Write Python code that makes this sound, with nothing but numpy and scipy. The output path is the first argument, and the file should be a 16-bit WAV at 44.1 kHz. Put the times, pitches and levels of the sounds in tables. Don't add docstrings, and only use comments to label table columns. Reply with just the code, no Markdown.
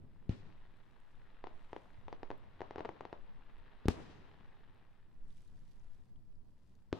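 import sys
import numpy as np
from scipy import signal
from scipy.fft import rfft, irfft, next_fast_len
from scipy.io import wavfile
from scipy.ndimage import uniform_filter1d

SR = 44100
rng = np.random.default_rng(int(sys.argv[2]) if len(sys.argv) > 2 else 0)


def linear_from_db(decibels):
    return 10 ** (np.asarray(decibels, float) / 20)


def put_to_file(sound):
    columns = np.atleast_2d(sound).T
    safe = np.clip(columns, -1, 1)
    whole_steps = np.round(safe * 32767)
    wavfile.write(sys.argv[1], SR, whole_steps.astype(np.int16))


N = 308635
T = np.arange(N) / SR


def on_log(hz, table):
    f, *columns = np.transpose(table)
    return [np.interp(np.log(hz + 1e-3), np.log(f), c) for c in columns]


def colour(x, spectrum):
    size = next_fast_len(N)
    gain = linear_from_db(on_log(np.fft.rfftfreq(size, 1 / SR), spectrum)[0])
    y = irfft(rfft(x, size) * gain, size)[..., :N]
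    return y / np.sqrt(np.mean(y ** 2))


def sides(lean_db):
    return linear_from_db([[lean_db / 2], [-lean_db / 2]])


def stereo_noise(side_db, lean_db=0.):
    mid, side = rng.standard_normal((2, N))
    return (mid + linear_from_db(side_db) * side * np.array([[1], [-1]])) * sides(lean_db)


def walk(rate_hz):
    k = int(SR / rate_hz)
    held = np.repeat(rng.standard_normal(N // k + 1), k)
    return 2.6 * uniform_filter1d(uniform_filter1d(held, k), k)[:N]


def grains(hold, top):
    return np.repeat(np.minimum(rng.exponential(size=N // hold + 1), top), hold)[:N]


def swells(events, rise_db_s, fall_db_s, rest_db):
    step = 64
    t, power = T[::step], linear_from_db(rest_db) ** 2
    for s, db, hold_s, *lean_db in events:
        rise = rise_db_s * np.maximum(s - t, 0)
        fall = fall_db_s * np.maximum(t - s - hold_s, 0)
        lean = sum(lean_db) * np.array([[.5], [-.5]])
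        power = power + linear_from_db(db - rise - fall + lean) ** 2
    return np.repeat(10 * np.log10(power), step, axis=1)[:, :N]


def add(out, s, sound):
    i = int(s * SR)
    out[:, i:i + sound.shape[1]] += sound[:, :N - i]


def dull(x, hz):
    a = np.exp(-2 * np.pi * hz / SR)
    return signal.lfilter([(1 - a) ** 2], [1, -2 * a, a * a], x)


def air(x, hz):
    return signal.sosfilt(signal.bessel(4, hz, fs=SR, norm="mag", output="sos"), x)


def shocks(events, returns, shape, air_hz):
    suction, refill, boom_hz, boom_db, boom_t60, swing_hz, swing_db, swing_t60 = shape
    out, t = np.zeros((2, N)), T[:SR // 8]
    boom = np.cos(2 * np.pi * boom_hz * t) * linear_from_db(boom_db - 60 * t / boom_t60)
    swing = np.sin(2 * np.pi * swing_hz * t) * linear_from_db(swing_db - 60 * t / swing_t60)
    for s, peak_db, lean_db, push_ms, *_ in events:
        r = t * 1000 / push_ms
        refilling = -suction * np.exp(-np.abs(r - 1 - suction) / refill)
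        wave = np.where(r < 1 + suction, 1 - r, refilling)
        wave = air(wave + boom + swing, air_hz) * linear_from_db(peak_db)
        lean = sides(lean_db)
        add(out, s, lean * wave)
        for delay_ms, left_db, right_db, hz in returns:
            add(out, s + delay_ms / 1000, lean * linear_from_db([[left_db], [right_db]]) * dull(wave, hz))
    return out


def cracks(times, dbs, lean_db, length_s, air_hz):
    # left, right [dB]
    echo_db = [
        [-14],
        [-22],
    ]
    echo_s = 0.0214
    out, t = np.zeros((2, N)), T[:400]
    tears = rng.standard_normal((len(times), 2, len(t)))
    tears = tears[:, :1] + 0.21 * tears[:, 1:] * np.array([[1], [-1]])
    tears = np.diff(tears, prepend=0) * np.exp(-t / length_s)
    tears = air(air(tears, air_hz), air_hz) * sides(lean_db)
    for s, db, tear in zip(times, dbs, tears):
        add(out, s, linear_from_db(db) * tear)
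        add(out, s + echo_s, linear_from_db(db) * linear_from_db(echo_db) * tear)
    return out


def scatter(times, dbs, spectrum, side_db, lean_db, rise_s, stretch):
    # f/Hz, build-up share [1], quick t60/s, slow t60/s, slow share/dB
    bands = [(59.4, 0.76, 0.19, 0.91, -12), (258.3, 0.635, 0.15, 0.8, -7.5), (1010, 0.27, 0.24, 1, -9.5),
             (4000, 1.2, 0.29, 1, -6.5), (11840, 3.8, 0.31, 0.53, -10)]
    step = 16
    blows = np.zeros(N // step + 1)
    np.add.at(blows, (np.array(times) * SR / step).astype(int), linear_from_db(dbs) ** 2)
    size = next_fast_len(N)
    hz = np.fft.rfftfreq(size, 1 / SR)
    whole = rfft(colour(stereo_noise(side_db, lean_db), spectrum), size)

    def fade(per_s):
        return signal.lfilter([1], [1, -linear_from_db(-120 * step * per_s / SR)], blows)

    def swell(t60, rise):
        return fade(1 / t60) - 2 * fade(1 / t60 + 1 / rise) + fade(1 / t60 + 2 / rise)

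    out = 0
    for k, (_, build, quick_s, slow_s, share_db) in enumerate(bands):
        part = on_log(hz, [(row[0], j == k) for j, row in enumerate(bands)])[0]
        rise = rise_s * build
        energy = swell(quick_s * stretch, rise) + linear_from_db(share_db) ** 2 * swell(slow_s * stretch, rise)
        level = uniform_filter1d(np.repeat(np.sqrt(np.abs(energy)), step), step)[:N]
        out = out + irfft(whole * part, size)[:, :N] * level * linear_from_db(walk(40))
    return out


def blasts(events, lean_db, returns, shape, spectrum, air_hz, crack_hz, crack_s, rise_s, stretch):
    events = np.insert(events, 2, lean_db, axis=1)
    s, _, _, _, scatter_db, crack_db = np.transpose(events)
    fronts = cracks(s, crack_db, 1.4, crack_s, crack_hz)
    tail = scatter(s + 0.00035, scatter_db, spectrum, -0.32, 2.7, rise_s, stretch)
    return shocks(events, returns, shape, air_hz) + fronts + tail


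def wind():
    # t/s, level/dB, hold/s, left minus right/dB
    gusts = [(0.17, -53.5, 0.46, 2.5), (1.2, -51.5, 0.43, -1.5), (2.02, -50, 0.31, -1.5),
             (3.22, -50.5, 0.32, 1.5), (3.75, -57, 0.49, -1), (4.52, -53.5, 0.05, -3.5),
             (5.22, -49.5, 0.74, 0.5), (6.15, -56.5, 0.28, -4.5)]
    # f/Hz, level/dB
    spectrum = [(2, -15.5), (5, 13.5), (18, 1), (26, -10), (40, -22.5), (80, -76)]
    db = swells(gusts, rise_db_s=72, fall_db_s=53, rest_db=-60)
    return colour(stereo_noise(-3.0), spectrum) * linear_from_db(db)


def rumble():
    # t/s, level/dB, hold/s
    rolls = [(0.01, -67.5, 0.23), (0.43, -66.5, 0.11), (1.85, -68, 0.25), (4.07, -62.5, 0.15),
             (5.25, -74.5, 0.7)]
    # f/Hz, level/dB
    spectrum = [(21, -50.5), (35, -16), (48, -4), (86, -3.5), (177, -8.5), (250, -14), (275, -16),
                (907, -35), (981, -32), (1500, -51.5), (1950, -80), (3300, -120)]
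    db = swells(rolls, rise_db_s=59, fall_db_s=43, rest_db=-69.5)
    return colour(stereo_noise(-3.0), spectrum) * linear_from_db(db + 2.5 + 1.0 * walk(14))


def motor_hum():
    return np.sin(2 * np.pi * 955 * T + 1.0 * walk(26)) * linear_from_db(-98 + 2.0 * walk(4.5))


def hiss():
    # f/Hz, level/dB
    spectrum = [(710, -41), (1200, -1), (1490, -3.5), (1610, -29), (4330, -4), (5210, -4.5), (6410, -15),
                (7300, -10), (16200, -13.5)]
    return colour(stereo_noise(0), spectrum) * linear_from_db(-92)


def sizzle():
    # fully alight t/s, level/dB, burn/s
    showers = [(0.01, -81, 0.11), (0.42, -72, 0.18), (0.75, -72.5, 0.72), (1.6, -71, 0.98),
               (2.78, -66.5, 0.076), (3.2, -71, 0.22), (3.62, -70.5, 0.18), (3.95, -65, 0.19),
               (4.4, -72, 0.2), (4.75, -76, 0.14), (5.3, -83, 0.38), (5.8, -80.5, 0.13), (6.55, -86.5, 0.4)]
    # f/Hz, level/dB
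    spectrum = [(150, -16.5), (250, -0.5), (343, -5), (380, -0.5), (597, -6), (881, -1.5), (1360, -6),
                (1890, -6), (2230, -11.5), (2520, -11), (3770, -16), (5650, -33.5), (9000, -52.5),
                (11700, -58.5), (19800, -120)]
    crowd_db, crackle_db, crackle_per_db = -69, 5, 1.8
    db = swells(showers, rise_db_s=34.5, fall_db_s=27.5, rest_db=-96)[0]
    spread_db = np.clip(crackle_db + crackle_per_db * (crowd_db - db), 0, 3.3)
    sizes = linear_from_db(spread_db * grains(hold=60, top=3.1))
    grain = stereo_noise(-6, 3.1) * sizes / np.sqrt(uniform_filter1d(sizes ** 2, SR // 4))
    return colour(grain, spectrum) * linear_from_db(db + 1.0 + 0.3 * walk(14))


def mortars():
    # t/s, peak/dB, push/ms, scatter/dB, crack/dB
    launches = [
        (.29323, -23.5, 1.32, -41.5, -33.5),
        (3.85565, -23.5, 0.77, -51.5, -36.5),
    ]
    # delay/ms, left/dB, right/dB, dulled above f/Hz
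    returns = [(11.6, -22, -24, 860), (16, -6, -8.6, 230), (24.8, -9, -10.8, 120)]
    # suction share [1], refill/push [1], boom f/Hz, dB, t60/s, after-swing f/Hz, dB, t60/s
    shape = (.89, 2.2, 95, -6.6, .095, 205, -21, .15)
    # f/Hz, level/dB
    spectrum = [(24, -39.5), (40, -23.5), (103, 2), (141, -13.5), (228, -9.5), (766, -27.5), (907, -29.5),
                (3970, -39), (9000, -54), (14000, -82)]
    return blasts(launches, 1.8, returns, shape, spectrum, air_hz=356,
                  crack_hz=3380, crack_s=0.0037, rise_s=0.17, stretch=1.03)


def rustle():
    # t/s, level/dB, hold/s, left minus right/dB
    moves = [(0.85, -94, 0.2, -2), (1.62, -88.5, 0.15, -2), (2.81, -97, 0.02, -6), (4.1, -97.5, 0.04, 1),
             (5.29, -92, 0.03, -2), (5.375, -84, 0.04, -10), (5.53, -94.5, 0.1, -2),
             (5.68, -89.5, 0.25, -4), (6.5, -95.5, 0.24, 8)]
    # f/Hz, level/dB
    spectrum = [(1200, -27), (2000, -7), (3400, -4), (5000, -5.5), (9300, -12), (11800, -15), (12800, -26),
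                (16000, -48)]
    db = swells(moves, rise_db_s=116, fall_db_s=34, rest_db=-100)
    sizes = linear_from_db(3.3 * grains(hold=70, top=3.6) + 0.69 * walk(20))
    return colour(stereo_noise(-3.5) * sizes, spectrum) * linear_from_db(db + 2.5)


def ticks_and_chinks():
    # t/s, peak/dB, centre f/Hz, left minus right/dB
    ticks = [(0.7692, -67, 8130, 3.0), (0.8544, -81, 8170, 0.5), (1.0026, -63, 8240, -6),
             (1.0782, -72, 9140, 3), (1.1563, -67, 8900, -0.5), (2.3797, -61, 13500, 1),
             (3.5823, -64, 8400, 6), (4.6154, -80, 8500, 7), (4.7461, -71, 8900, 2.0),
             (5.2816, -66, 8310, -12), (5.3238, -69, 11000, -1), (5.42, -59, 8350, 0),
             (6.7532, -61, 6500, 8)]
    # t/s, peak/dB, pitch f/Hz, left minus right/dB
    chinks = [(1.0778, -62, 1400, 3), (5.029, -65, 1800, 3), (5.2095, -77, 2800, 13),
              (5.305, -64, 3550, -14), (5.797, -72, 6030, -6), (6.159, -68, 3180, -6),
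              (6.193, -81, 3550, -3), (6.323, -79, 5040, -2), (6.355, -75.5, 4840, 0),
              (6.484, -77, 4670, 2), (6.7535, -73, 4380, 10), (6.9175, -62, 1500, -0.5)]
    out, t = np.zeros((2, N)), T[:500]
    for events, ring_s, spread_hz in ((ticks, 0.00025, 6000), (chinks, 0.0016, 1200)):
        envelope = np.exp(-t / ring_s) * (1 - np.exp(-t / 0.00011))
        wobbles = rng.standard_normal((len(events), len(t)))
        for (s, peak_db, hz, lean_db), wobble in zip(events, wobbles):
            blur = 1 + dull(wobble, spread_hz) * np.sqrt(SR / spread_hz) / 2
            tick = blur * np.sin(2 * np.pi * hz * t) * envelope
            add(out, s, linear_from_db(peak_db - 1.0) * sides(lean_db) * tick)
    return out


def pops():
    # t/s, peak/dB, left minus right/dB, push/ms
    stars = [(1.441, -32.5, 4, 0.51), (1.4704, -35.5, 6.5, 0.46), (1.7312, -31.5, 4.5, 0.56),
             (1.7641, -32, 3, 0.55), (2.0824, -35, 4, 0.46), (2.1277, -31.5, 3.9, 0.5),
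             (2.2316, -32, 3.5, 0.64), (2.3041, -30.5, 2.5, 0.62), (2.3139, -34, 8, 0.48),
             (2.6064, -32.5, 4.1, 0.57), (2.6173, -29.5, 4, 0.58), (2.709, -33, 2, 0.56),
             (2.759, -32.5, 3.5, 0.67), (2.7813, -34.5, 7, 0.81), (2.784, -33, 3, 0.51),
             (2.7932, -34.5, 0, 0.56), (2.8063, -30.5, 5, 0.66), (2.8495, -31, 4, 0.39),
             (2.8537, -30.5, 6, 0.56), (2.858, -33, 1, 0.79), (2.8911, -29.0, 3, 0.5),
             (3.0084, -32, 4.3, 0.43), (3.0526, -33.5, 4.5, 0.5), (3.1286, -31.5, 3, 0.63)]
    # delay/ms, left/dB, right/dB, dulled above f/Hz
    returns = [(1.05, -11, -20, 6000), (1.87, -1.1, -2.9, 380)]
    # suction share [1], refill/push [1], boom f/Hz, dB, t60/s, after-swing f/Hz, dB, t60/s
    shape = (.58, .66, 100, -80, .05, 300, -80, .05)
    # f/Hz, level/dB
    spectrum = [(88, -19), (150, 1.5), (551, 5), (1020, -0.5), (1460, -11), (1860, -14), (3630, -23),
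                (6610, -39.5), (9000, -78), (11700, -77), (19800, -120)]
    s, peak_db = np.transpose(stars)[:2]
    direct = shocks(stars, returns, shape, air_hz=2100) * linear_from_db(3.0)
    fronts = cracks(s, peak_db - 5, 2.0, 0.00093, 3620)
    return direct + fronts + scatter(s + 0.00067, peak_db - 22.0, spectrum, -0.5, 3.5, 0.0045, 0.8)


def near_shell():
    # t/s, peak/dB, push/ms, scatter/dB, crack/dB
    bursts = [
        (3.88417, -19, 0.917, -36.5, -41.5),
    ]
    # delay/ms, left/dB, right/dB, dulled above f/Hz
    returns = [(2.21, -9, -12, 5700), (9.17, -13, -9, 420), (21.4, -16, -26, 4500)]
    # suction share [1], refill/push [1], boom f/Hz, dB, t60/s, after-swing f/Hz, dB, t60/s
    shape = (1.54, .44, 78, -4.3, .069, 249, -4.2, .061)
    # f/Hz, level/dB
    spectrum = [(24, -33.5), (40, -2), (96, -5), (151, -5.5), (433, -9.5), (585, -17), (1120, -20),
                (1440, -25.5), (4930, -34.5), (8990, -45), (16000, -67)]
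    return blasts(bursts, 3.2, returns, shape, spectrum, air_hz=6600,
                  crack_hz=14500, crack_s=0.00028, rise_s=0.0213, stretch=1.09)


def far_shell():
    # t/s, peak/dB, push/ms, scatter/dB, crack/dB
    bursts = [
        (6.92832, -22.5, .95, -46.5, -66),
    ]
    # delay/ms, left/dB, right/dB, dulled above f/Hz
    returns = [(2.37, -6.6, -9.4, 1100), (7.18, -20, -15.4, 1500)]
    # suction share [1], refill/push [1], boom f/Hz, dB, t60/s, after-swing f/Hz, dB, t60/s
    shape = (.76, .66, 98, -14, .061, 354, -13, .018)
    # f/Hz, level/dB
    spectrum = [(35, -39), (60, -5), (177, -1), (416, -1.5), (520, -4.5), (1310, -14), (1470, -22),
                (3940, -25), (13000, -60)]
    return blasts(bursts, 2.4, returns, shape, spectrum, air_hz=3900,
                  crack_hz=6800, crack_s=0.0012, rise_s=0.0064, stretch=1.9)


def scene():
    night = wind() + rumble() + motor_hum() + hiss()
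    close_by = rustle() + ticks_and_chinks()
    fireworks = sizzle() + mortars() + pops() + near_shell() + far_shell()
    return night + close_by + fireworks


def band_limit(x):
    return signal.sosfilt(signal.butter(12, 15750, fs=SR, output="sos"), x)


def record(dry):
    return band_limit(dry)


dry = scene()
out = record(dry)
put_to_file(out)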